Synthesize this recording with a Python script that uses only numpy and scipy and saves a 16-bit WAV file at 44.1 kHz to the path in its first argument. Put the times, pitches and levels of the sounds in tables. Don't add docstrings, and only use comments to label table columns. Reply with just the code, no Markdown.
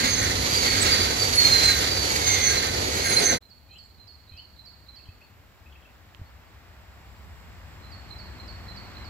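import sys
import numpy as np
from scipy import signal
from scipy.io import wavfile
from scipy.ndimage import map_coordinates

SR = 44100
rng = np.random.default_rng(int(sys.argv[2]) if len(sys.argv) > 2 else 0)


def master(y):
    cut = np.clip(np.atleast_2d(y).T, -1, 1)
    pcm = np.round(cut * 32767)
    wavfile.write(sys.argv[1], SR, pcm.astype(np.int16))


N = 400869
TIME = np.arange(N) / SR
CUT_S, RESUME_S = 3.385, 3.405
SPEED_M_PER_S, TRACK_DISTANCE_M, SOUND_SPEED_M_PER_S = 34.0, 12.0, 343
PORT_LAG_MS = 0.518
MIC_TURN_RAD = 0.34
CUTOFF_HZ = 15740


def from_db(db):
    return 10 ** (np.asarray(db) / 20)


def rms_one(x):
    return x / np.sqrt(np.mean(x ** 2) + 1e-20)


def in_time(rows):
    time_s, *columns = np.transpose(rows)
    return [np.interp(TIME, time_s, column) for column in columns]


def at_hz(points, hz):
    table_hz, values = np.array(points).T
    return np.interp(np.log(hz), np.log(table_hz), values)


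def pan(balance_db):
    return rms_one(from_db([[balance_db / 2], [-balance_db / 2]]))


def drift(rate_hz):
    r = np.exp(-80 * np.pi * rate_hz / SR)
    noise = rng.standard_normal(N // 40 + 2002)
    slow = signal.lfilter([1], [1, -2 * r, r * r], noise)[2000:]
    return np.interp(np.arange(N) / 40, np.arange(len(slow)), rms_one(slow))


def resonate(x, hz, width_hz):
    r = np.exp(-np.pi * width_hz / SR)
    zeros = np.array([1, 0, -1]) * (1 - r * r) / 2
    poles = [1, -2 * r * np.cos(2 * np.pi * hz / SR), r * r]
    return signal.lfilter(zeros, poles, x + 1e-18)


def stereo_noise(spectrum, likeness, balance):
    low_hz, top_hz = spectrum[0][0], min(spectrum[-1][0], .45 * SR)
    steps = int(np.ceil((top_hz ** .3 - low_hz ** .3) / .4))
    edges_hz = np.linspace(low_hz ** .3, top_hz ** .3, max(steps, 6) + 1) ** (1 / .3)
    white, out = rng.standard_normal((2, 2, N)), 0
    for k, band_hz in enumerate(zip(edges_hz, edges_hz[1:])):
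        band_filter = signal.butter(2, band_hz, "band", fs=SR, output="sos")
        mid, side = signal.sosfilt(band_filter, white[k % 2])
        hz = np.sqrt(band_hz[0] * band_hz[1])
        alike = np.clip(at_hz(likeness, hz), -1, 1)
        mid, side = np.sqrt(1 + alike) * mid, np.sqrt(1 - alike) * side
        gains = from_db(at_hz(spectrum, hz)) * pan(at_hz(balance, hz))
        out = out + gains * np.array([mid + side, mid - side])
    return rms_one(out)


def from_right(x, off_axis_rad=MIC_TURN_RAD):
    lag_s = PORT_LAG_MS / 1000 * np.cos(off_axis_rad)
    return np.array([np.interp(TIME - lag_s, TIME, x[0]), x[1]])


def port_lag(t, abeam_s):
    bearing_rad = np.arctan2(TRACK_DISTANCE_M, SPEED_M_PER_S * (abeam_s - t)) - MIC_TURN_RAD
    return PORT_LAG_MS / 1000 * np.sin(bearing_rad)


def wheel_path(t, abeam_s):
    distance_m = np.hypot(TRACK_DISTANCE_M, SPEED_M_PER_S * (t - abeam_s))
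    emitted_s = t - (distance_m - TRACK_DISTANCE_M) / SOUND_SPEED_M_PER_S
    return np.array([emitted_s - port_lag(t, abeam_s), emitted_s]), TRACK_DISTANCE_M / distance_m


# (time abeam [s], rolling [dB], hiss [dB], wheel ring [dB], wheel pitch [multiple])
CAR_ENDS = [(.035, -28, -35.5, -31, 1.005), (.8, -25, -31.5, -32, 1.01), (1.62, -26.5, -31.5, -33, 1.001),
            (2.421, -28, -34, -33, 1.001), (3.19, -30, -37, -30, .985)]
BOGIE_GAP_S = .2


def bogies():
    return [(s + side * BOGIE_GAP_S / 2, *levels) for s, *levels in CAR_ENDS for side in (-1, 1)]


# (frequency [Hz], density [dB per Hz])
RUMBLE_SPECTRUM = [(15, -44.5), (25, -20.5), (47, -9), (81, 5), (105, -4), (146, -7.5), (170, -15),
                   (220, -40.5), (370, -120)]
BODY_SPECTRUM = [(130, -12), (170, -10.5), (260, -4.5), (340, -5), (480, -0.5), (560, -9), (800, -6.5),
                 (1050, -11.5), (1300, -29.5)]
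ROLLING_SPECTRUM = [(850, -4), (1020, -5), (1300, -3.5), (1600, -8), (2100, -1), (2550, -5.5), (3300, -3.5),
                    (3800, -4), (4400, 4.5), (5200, -7.5), (6000, -14), (7000, -24)]
HISS_SPECTRUM = [(4500, -14), (5600, 3.5), (6500, 8.5), (7600, -0.5), (8600, -4.5), (9400, -31),
                 (10700, 4.5), (11700, -8), (12800, -4.5), (15000, -26), (15700, -33.5)]
# (frequency [Hz], left-right likeness [-1 to 1])
BOGIE_LIKENESS = [(1100, 0.98), (1500, 0.38), (2200, 0.59), (2700, .55), (3150, 0.87), (3800, 0.83),
                  (4500, 0.21)]
# (frequency [Hz], left-right likeness [clipped to -1 to 1])
NEAR_LIKENESS = [(40, 3), (90, 1.5), (250, 1), (500, 0.74), (700, -0.13), (1040, 1.5), (1400, 4),
                 (3000, -0.7), (8000, -0.2)]
# (frequency [Hz], left minus right [dB])
NEAR_BALANCE = [(60, 0), (400, 1.5), (1300, 1.5), (2200, -2), (3000, -2), (4400, -8), (6300, -10),
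                (10500, -16), (15000, -8)]
# (time [s], level [dB])
BODY_LEVEL = [(0.0, -33.5), (0.53, -32.5), (0.79, -30.5), (1.17, -32.5), (2.12, -33), (3.1, -32),
              (3.27, -29), (3.36, -28.5)]
ROLLING_BEAM, HISS_BEAM = 2.41, 2.15
HISS_LEAD_S = 0.11
RUMBLE_DB, RUMBLE_FADE_DB_PER_S = -32, 1.3


def rolling_roar(flutter_db=1.35):
    rumble = stereo_noise(RUMBLE_SPECTRUM, NEAR_LIKENESS, NEAR_BALANCE)
    body = stereo_noise(BODY_SPECTRUM, NEAR_LIKENESS, NEAR_BALANCE)
    hiss = stereo_noise(HISS_SPECTRUM, NEAR_LIKENESS, NEAR_BALANCE)
    rolling = stereo_noise(ROLLING_SPECTRUM, BOGIE_LIKENESS, NEAR_BALANCE)
    t, hiss_power = TIME[TIME < RESUME_S], 0
    rails = from_db(in_time(BODY_LEVEL)[0]) * from_right(body)
    for k, (abeam_s, rolling_db, hiss_db, _, _) in enumerate(bogies()):
        left, right = np.roll(rolling, -k * SR // 2, axis=1)[:, :len(t)]
        swept = np.array([np.interp(t - port_lag(t, abeam_s), t, left), right])
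        _, facing = wheel_path(t, abeam_s)
        rails[:, :len(t)] += from_db(rolling_db) * facing ** ROLLING_BEAM * swept
        _, hiss_facing = wheel_path(t, abeam_s - HISS_LEAD_S)
        hiss_power += (from_db(hiss_db) * hiss_facing ** HISS_BEAM) ** 2
    rails += np.interp(TIME, t, np.sqrt(hiss_power)) * from_right(hiss)
    rumble_gain = from_db(RUMBLE_DB - RUMBLE_FADE_DB_PER_S * TIME)
    return rumble_gain * from_right(rumble) + from_db(flutter_db * drift(15)) * rails


BOOM_HZ, BOOM_WIDTH_HZ, BOOM_DB, BOOM_FADE_DB_PER_S = 248, 44, -35.5, 7


def boom():
    ring = rms_one(resonate(rng.standard_normal(N), BOOM_HZ, BOOM_WIDTH_HZ))
    gain = from_db(BOOM_DB - BOOM_FADE_DB_PER_S * TIME)
    return from_right(pan(0.9) * gain * ring)


# (frequency [Hz], width [Hz], level [dB])
WHEEL_MODES = [(1614, 22, -9), (1915, 100, -7), (2133, 51, -5.5), (3547, 56, -17.5), (4285, 39, -3),
               (6447, 70.3, -5.5), (7800, 46, -16.5), (10750, 105.3, -13), (12800, 200, -19.5)]


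def ringing_wheels(beam=4.3, unrest_db=3.0):
    t, out = TIME[TIME < CUT_S], np.zeros((2, N))
    for abeam_s, _, _, level_db, pitch in bogies():
        emitted_s, facing = wheel_path(t, abeam_s)
        roughness = rng.standard_normal(len(t) + SR)
        ring = 0
        for hz, width_hz, db in WHEEL_MODES:
            mode = rms_one(resonate(roughness, hz * pitch, width_hz))
            ring = ring + from_db(db) * pan(at_hz(NEAR_BALANCE, hz)) * mode
        gain = from_db(level_db + unrest_db * drift(23.4)[:len(t)]) * facing ** beam
        for side in range(2):
            heard = map_coordinates(ring[side], [(emitted_s[side] + .5) * SR], order=3)
            out[side, :len(t)] += gain * heard
    return out


# (time loudest [s], half length [s], time until that wheel is abeam [s],
# frequency at rest [Hz], level before partials [dB], roughness [0-1])
SQUEALS = [(0.147, 0.046, -0.03, 6420, -23.5, 0.45), (0.234, 0.027, -0.06, 6370, -29, .4),
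           (0.555, 0.032, 0.88, 4310, -22.5, 0.7), (0.68, 0.046, 0.35, 4260, -24, 0.5),
           (0.823, 0.0098, -0.12, 8250, -21.5, .1), (0.928, 0.021, .55, 4300, -18.5, 0.2),
           (1.016, 0.023, 0.46, 4300, -21.5, 0.65), (1.259, 0.066, 0.33, 4310, -22.5, 0.54),
           (1.37, 0.022, 0.084, 10740, -30.5, 0.6), (1.41, 0.034, .165, 4170, -13.5, 0.3),
           (1.462, 0.018, 0.088, 4170, -14.5, 0.2), (1.554, 0.039, 0.0021, 4162, -15, 0.25),
           (1.65, 0.012, -.05, 8450, -31.5, .3), (1.677, 0.048, -.04, 4170, -18, 0.34),
           (1.76, 0.046, -.03, 12780, -36, .8), (1.78, 0.015, -.1, 6440, -30, 0.3),
           (1.981, 0.088, .42, 4260, -26, 0.23), (2.311, 0.035, 0.085, 6160, -17.5, 0.23),
           (2.338, 0.08, .06, 3540, -30.5, .5), (2.378, 0.093, -0.053, 2120, -29.5, 0.67),
           (2.472, 0.042, -0.11, 6390, -19, 0.13), (2.585, 0.011, -.1, 6420, -28, .3),
           (2.585, 0.0077, -.15, 4270, -20.5, 0.3), (3.14, 0.018, .06, 6330, -25.5, .5),
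           (3.157, 0.067, -0.038, 10720, -28.5, .85), (3.179, 0.011, -0.12, 4290, -12.5, 0.1),
           (3.217, 0.056, -0.0032, 8400, -36.5, .6), (3.282, 0.037, -0.024, 6260, -18.5, 0.26)]
# (frequency [multiple], level [dB])
SQUEAL_PARTIALS = [(1, 1.4), (2, -32), (3, -34.5)]


def squeals(waver_rate_hz=45):
    out = np.zeros((2, N))
    for s, half_s, lead_s, hz, db, rough in SQUEALS:
        near, rough = np.abs(TIME - s) < np.pi * half_s, np.clip(rough, 0, 1)
        emitted_s, _ = wheel_path(TIME[near], s + lead_s)
        stutter = drift(waver_rate_hz)[near] + 1j * drift(waver_rate_hz)[near]
        grip = np.sqrt(1 - rough) + np.sqrt(rough / 2) * stutter
        swell = np.exp(-.5 * ((TIME[near] - s) / half_s) ** 2) * np.abs(grip)
        phase = 2 * np.pi * hz * emitted_s + np.angle(grip)
        for multiple, partial_db in SQUEAL_PARTIALS:
            if multiple * hz < CUTOFF_HZ:
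                gains = from_db(db + partial_db) * pan(at_hz(NEAR_BALANCE, multiple * hz))
                out[:, near] += gains * swell * np.sin(round(multiple) * phase)
    return out


# (frequency [Hz], density [dB per Hz])
FAR_DRONE = [(55, 1.5), (85, 6.5), (130, -6.5), (200, -4), (260, -8), (400, -13.5)]
FAR_ROLLING = [(150, -5), (300, -9.5), (700, -2), (1200, -2.5), (2200, -5), (3200, -12.5), (4500, -13),
               (6000, -20), (8000, -38)]
RAIL_HISS = [(5500, -40), (6900, -13), (7500, 12), (8400, -72), (9400, -70), (10800, 2.5), (13000, 1),
             (15500, 0)]
# (frequency [Hz], left-right likeness [-1 to 1])
FAR_LIKENESS = [(60, 0.83), (300, 0.73), (700, 0.56), (1400, 0.44), (3000, 0.83), (7000, 0)]
# (frequency [Hz], left minus right [dB])
FAR_BALANCE = [(60, 2), (400, 2.5), (1300, 1), (2400, -1.5), (4400, -1.5), (8000, -8), (15000, 0.5)]
# (level at the bend [dB], growth [dB per s], time of swell [s], gain in swell [dB])
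APPROACH = [(-52.5, 1.5, 7.8, 9), (-52, 3.1, 7.67, 1.2), (-70, 1.5, 6.9, 5)]
BEND_TAKES_S = 0.25
FAR_LEAD_MS = .09


def far_train():
    total = 0
    for row, spectrum in zip(APPROACH, (FAR_DRONE, FAR_ROLLING, RAIL_HISS)):
        db, growth_db_per_s, bend_s, bend_db = row
        since_bend_s = TIME - bend_s
        swell_db = bend_db * np.tanh(since_bend_s / BEND_TAKES_S) / 2
        gain = from_db(db + growth_db_per_s * since_bend_s + swell_db)
        total = total + gain * stereo_noise(spectrum, FAR_LIKENESS, FAR_BALANCE)
    left, right = total
    return np.array([left, np.interp(TIME - FAR_LEAD_MS / 1000, TIME, right)])


def knocks(events, hz, width_hz):
    out = np.zeros(N)
    for s, db in events:
        age_s = TIME[TIME > s] - s
        decay = np.exp(-np.pi * width_hz * np.minimum(age_s, .5))
        out[TIME > s] += from_db(db) * decay * np.sin(2 * np.pi * hz * age_s)
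    return out


# (frequency [Hz], density [dB per Hz])
AIR_SPECTRUM = [(100, -1.5), (200, -8), (450, -11.5), (720, -11), (1000, -16), (1700, -22), (3000, -18),
                (6000, -25.5), (7600, -23), (9200, -40), (11500, -23), (15500, -21)]
# (frequency [Hz], density [dB per Hz])
BREEZE_SPECTRUM = [(25, -4), (40, -8), (60, 15), (90, 11.5), (115, -18), (160, -3), (240, -23)]
# (time [s], level [dB])
BREEZE_LEVEL = [(3.47, -59.5), (3.84, -54), (4.15, -57), (4.65, -56), (6.95, -52), (7.26, -45.5),
                (9.05, -45.5)]
# (time [s], level before decay [dB])
BUFFETS = [(4.318, -38), (4.342, -39), (5.088, -31.5), (6.195, -35), (6.215, -26.5)]
# (time [s], level before decay and pan [dB])
TICKS = [(6.148, -29)]


def open_air(air_db=-63.2):
    air = from_db(air_db) * stereo_noise(AIR_SPECTRUM, FAR_LIKENESS, FAR_BALANCE)
    breeze_gain = from_db(in_time(BREEZE_LEVEL)[0])
    breeze = breeze_gain * stereo_noise(BREEZE_SPECTRUM, FAR_LIKENESS, FAR_BALANCE)
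    buffets = knocks(BUFFETS, hz=86.0, width_hz=30)
    ticks = pan(-21) * knocks(TICKS, hz=3010, width_hz=990)
    return air + breeze + buffets + ticks


def add_note(out, s, pitch_hz, envelope):
    start = round(s * SR)
    phase = 2 * np.pi * np.cumsum(pitch_hz) / SR
    note = (np.sqrt(2) * envelope * np.sin(phase))[:max(N - start, 0)]
    out[start:start + len(note)] += note


def tit_note(length_s, start_hz, end_hz, fall_s, attack_s):
    age_s = np.arange(round(length_s * SR)) / SR
    pitch_hz = end_hz + (start_hz - end_hz) / (1 + age_s / fall_s) ** 2
    return pitch_hz, np.minimum(age_s / attack_s, 1) * np.cos(np.pi / 2 * age_s / length_s)


# (time of falling note [s], its level [dB], level of the low note before it [dB]),
# before tremble, echo and pan
TIT_PHRASES = [(3.495, -53, -52), (3.781, -49, -51.5), (4.073, -48, -52), (4.368, -46.5, -46.5),
               (4.654, -47, -46), (4.955, -47.5, -47.5), (7.911, -47.5, -52.5), (8.182, -45, -43),
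               (8.474, -44.5, -43.5), (8.76, -45, -45.5), (9.042, -48, -43.5)]
TIT_NOTE_GAP_S, TIT_FLICK_LEAD_S = .082, .012
TIT_PITCH_SPREAD = 0.0032
TIT_FLICK_DB = -10


def great_tit(quaver=.007, flutter_depth=.55):
    out, unsteady = np.zeros(N), 1 + quaver * drift(90)
    flutter = rms_one(np.abs(1 + flutter_depth * drift(70)))
    flick_hz, flick_shape = tit_note(length_s=.018, start_hz=4500, end_hz=3550, fall_s=.014, attack_s=.003)
    low_hz, low_shape = tit_note(length_s=.068, start_hz=4850, end_hz=4090, fall_s=.004, attack_s=.012)
    falling_hz, falling_shape = tit_note(length_s=.066, start_hz=6000, end_hz=4265, fall_s=.009, attack_s=.01)
    for s, falling_db, low_db in TIT_PHRASES:
        low_s = s - TIT_NOTE_GAP_S
        span = round(low_s * SR) + np.arange(len(low_hz))
        add_note(out, low_s - TIT_FLICK_LEAD_S, flick_hz, from_db(low_db + TIT_FLICK_DB) * flick_shape)
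        add_note(out, low_s, unsteady[span] * low_hz, from_db(low_db) * flutter[span] * low_shape)
        pitch = 1 + rng.normal(0, TIT_PITCH_SPREAD)
        add_note(out, s, pitch * falling_hz, from_db(falling_db) * falling_shape)
    return out


# (time into call [s], length [s], start [Hz], end [Hz], level relative to call [dB])
SLUR = [(-.075, 0.105, 2380, 2770, -12.5), (-.065, 0.081, 3030, 3300, -17), (0, 0.032, 2760, 3180, -1)]
PIP = [(0.002, 0.024, 2510, 2730, -3.5)]
RASP = [(0, 0.0128, 3670, 2410, 4.5), (0, 0.047, 3200, 3160, -4.5)]
CHIP = [(0, .03, 5300, 3400, 0)]
TWITTER = [(0, 0.0395, 7000, 7540, 0), (.05, 0.031, 8200, 7400, 0), (.1, .06, 7200, 7700, -2)]
SEEP = [(0, .014, 5240, 4410, -11), (.008, .045, 4400, 4400, -1.5)]
# (time [s], level before notes, tremble, echo and pan [dB])
SLURS = [(3.751, -49), (4.376, -47.5)]
PIPS = [(4.985, -54), (5.08, -54), (5.208, -51), (5.655, -51.5), (5.746, -54), (5.846, -53.5)]
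RASPS = [(4.958, -68), (5.052, -61), (5.721, -62), (5.82, -63)]
CHIPS = [(5.578, -70), (5.918, -73), (6.46, -73), (7.06, -68), (7.15, -68)]
TWITTERS = [(3.72, -70)]
SEEPS = [(5.211, -57), (6.24, -62.5)]


def songbird(warble=.027):
    out, hoarse = np.zeros(N), 1 + warble * drift(170)
    repertoire = ((SLUR, SLURS), (PIP, PIPS), (RASP, RASPS), (CHIP, CHIPS), (TWITTER, TWITTERS), (SEEP, SEEPS))
    for notes, calls in repertoire:
        for s, call_db in calls:
            for into_s, length_s, start_hz, end_hz, db in notes:
                along = np.linspace(0, 1, round(length_s * SR))
                glide_hz = start_hz + (end_hz - start_hz) * along
                pitch_hz = glide_hz * hoarse[round((s + into_s) * SR):][:len(along)]
                add_note(out, s + into_s, pitch_hz, from_db(call_db + db) * np.sin(np.pi * along))
    return out


def forest(x, echo_db, t60_s):
    age_s = np.arange(SR) / SR
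    decay = from_db(-60 * age_s / t60_s) * np.minimum(age_s / .02, 1)
    tail = rms_one(rng.standard_normal((2, SR)) * decay) / np.sqrt(SR)
    return x + from_db(echo_db) * signal.fftconvolve(x[None], tail, axes=1)[:, :N]


TIT_OFF_AXIS_RAD = .5


def birds(tremble_db=1.7):
    tremble = from_db(tremble_db * drift(70))
    tit = from_right(forest(great_tit() * tremble, echo_db=-1.5, t60_s=0.74), TIT_OFF_AXIS_RAD)
    others = forest(songbird() * tremble, echo_db=-3.0, t60_s=0.28)
    return pan(-10.5) * tit + pan(2.3) * others


def scene():
    before = np.clip((CUT_S - TIME) / 0.031, 0, 1)
    after = np.clip((TIME - RESUME_S) / 0.011, 0, 1)
    passing = rolling_roar() + boom() + ringing_wheels() + squeals()
    quiet = far_train() + open_air() + birds()
    return before * passing + after * quiet


def record(dry, dip_hz=9300, dip_width_hz=700, dip_depth=0.37):
    coloured = dry - np.clip(dip_depth, 0, 1) * resonate(dry, dip_hz, dip_width_hz)
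    top_cut = signal.ellip(12, .1, 90, CUTOFF_HZ, fs=SR, output="sos")
    return signal.sosfilt(top_cut, coloured)


dry = scene()
out = record(dry)
master(out)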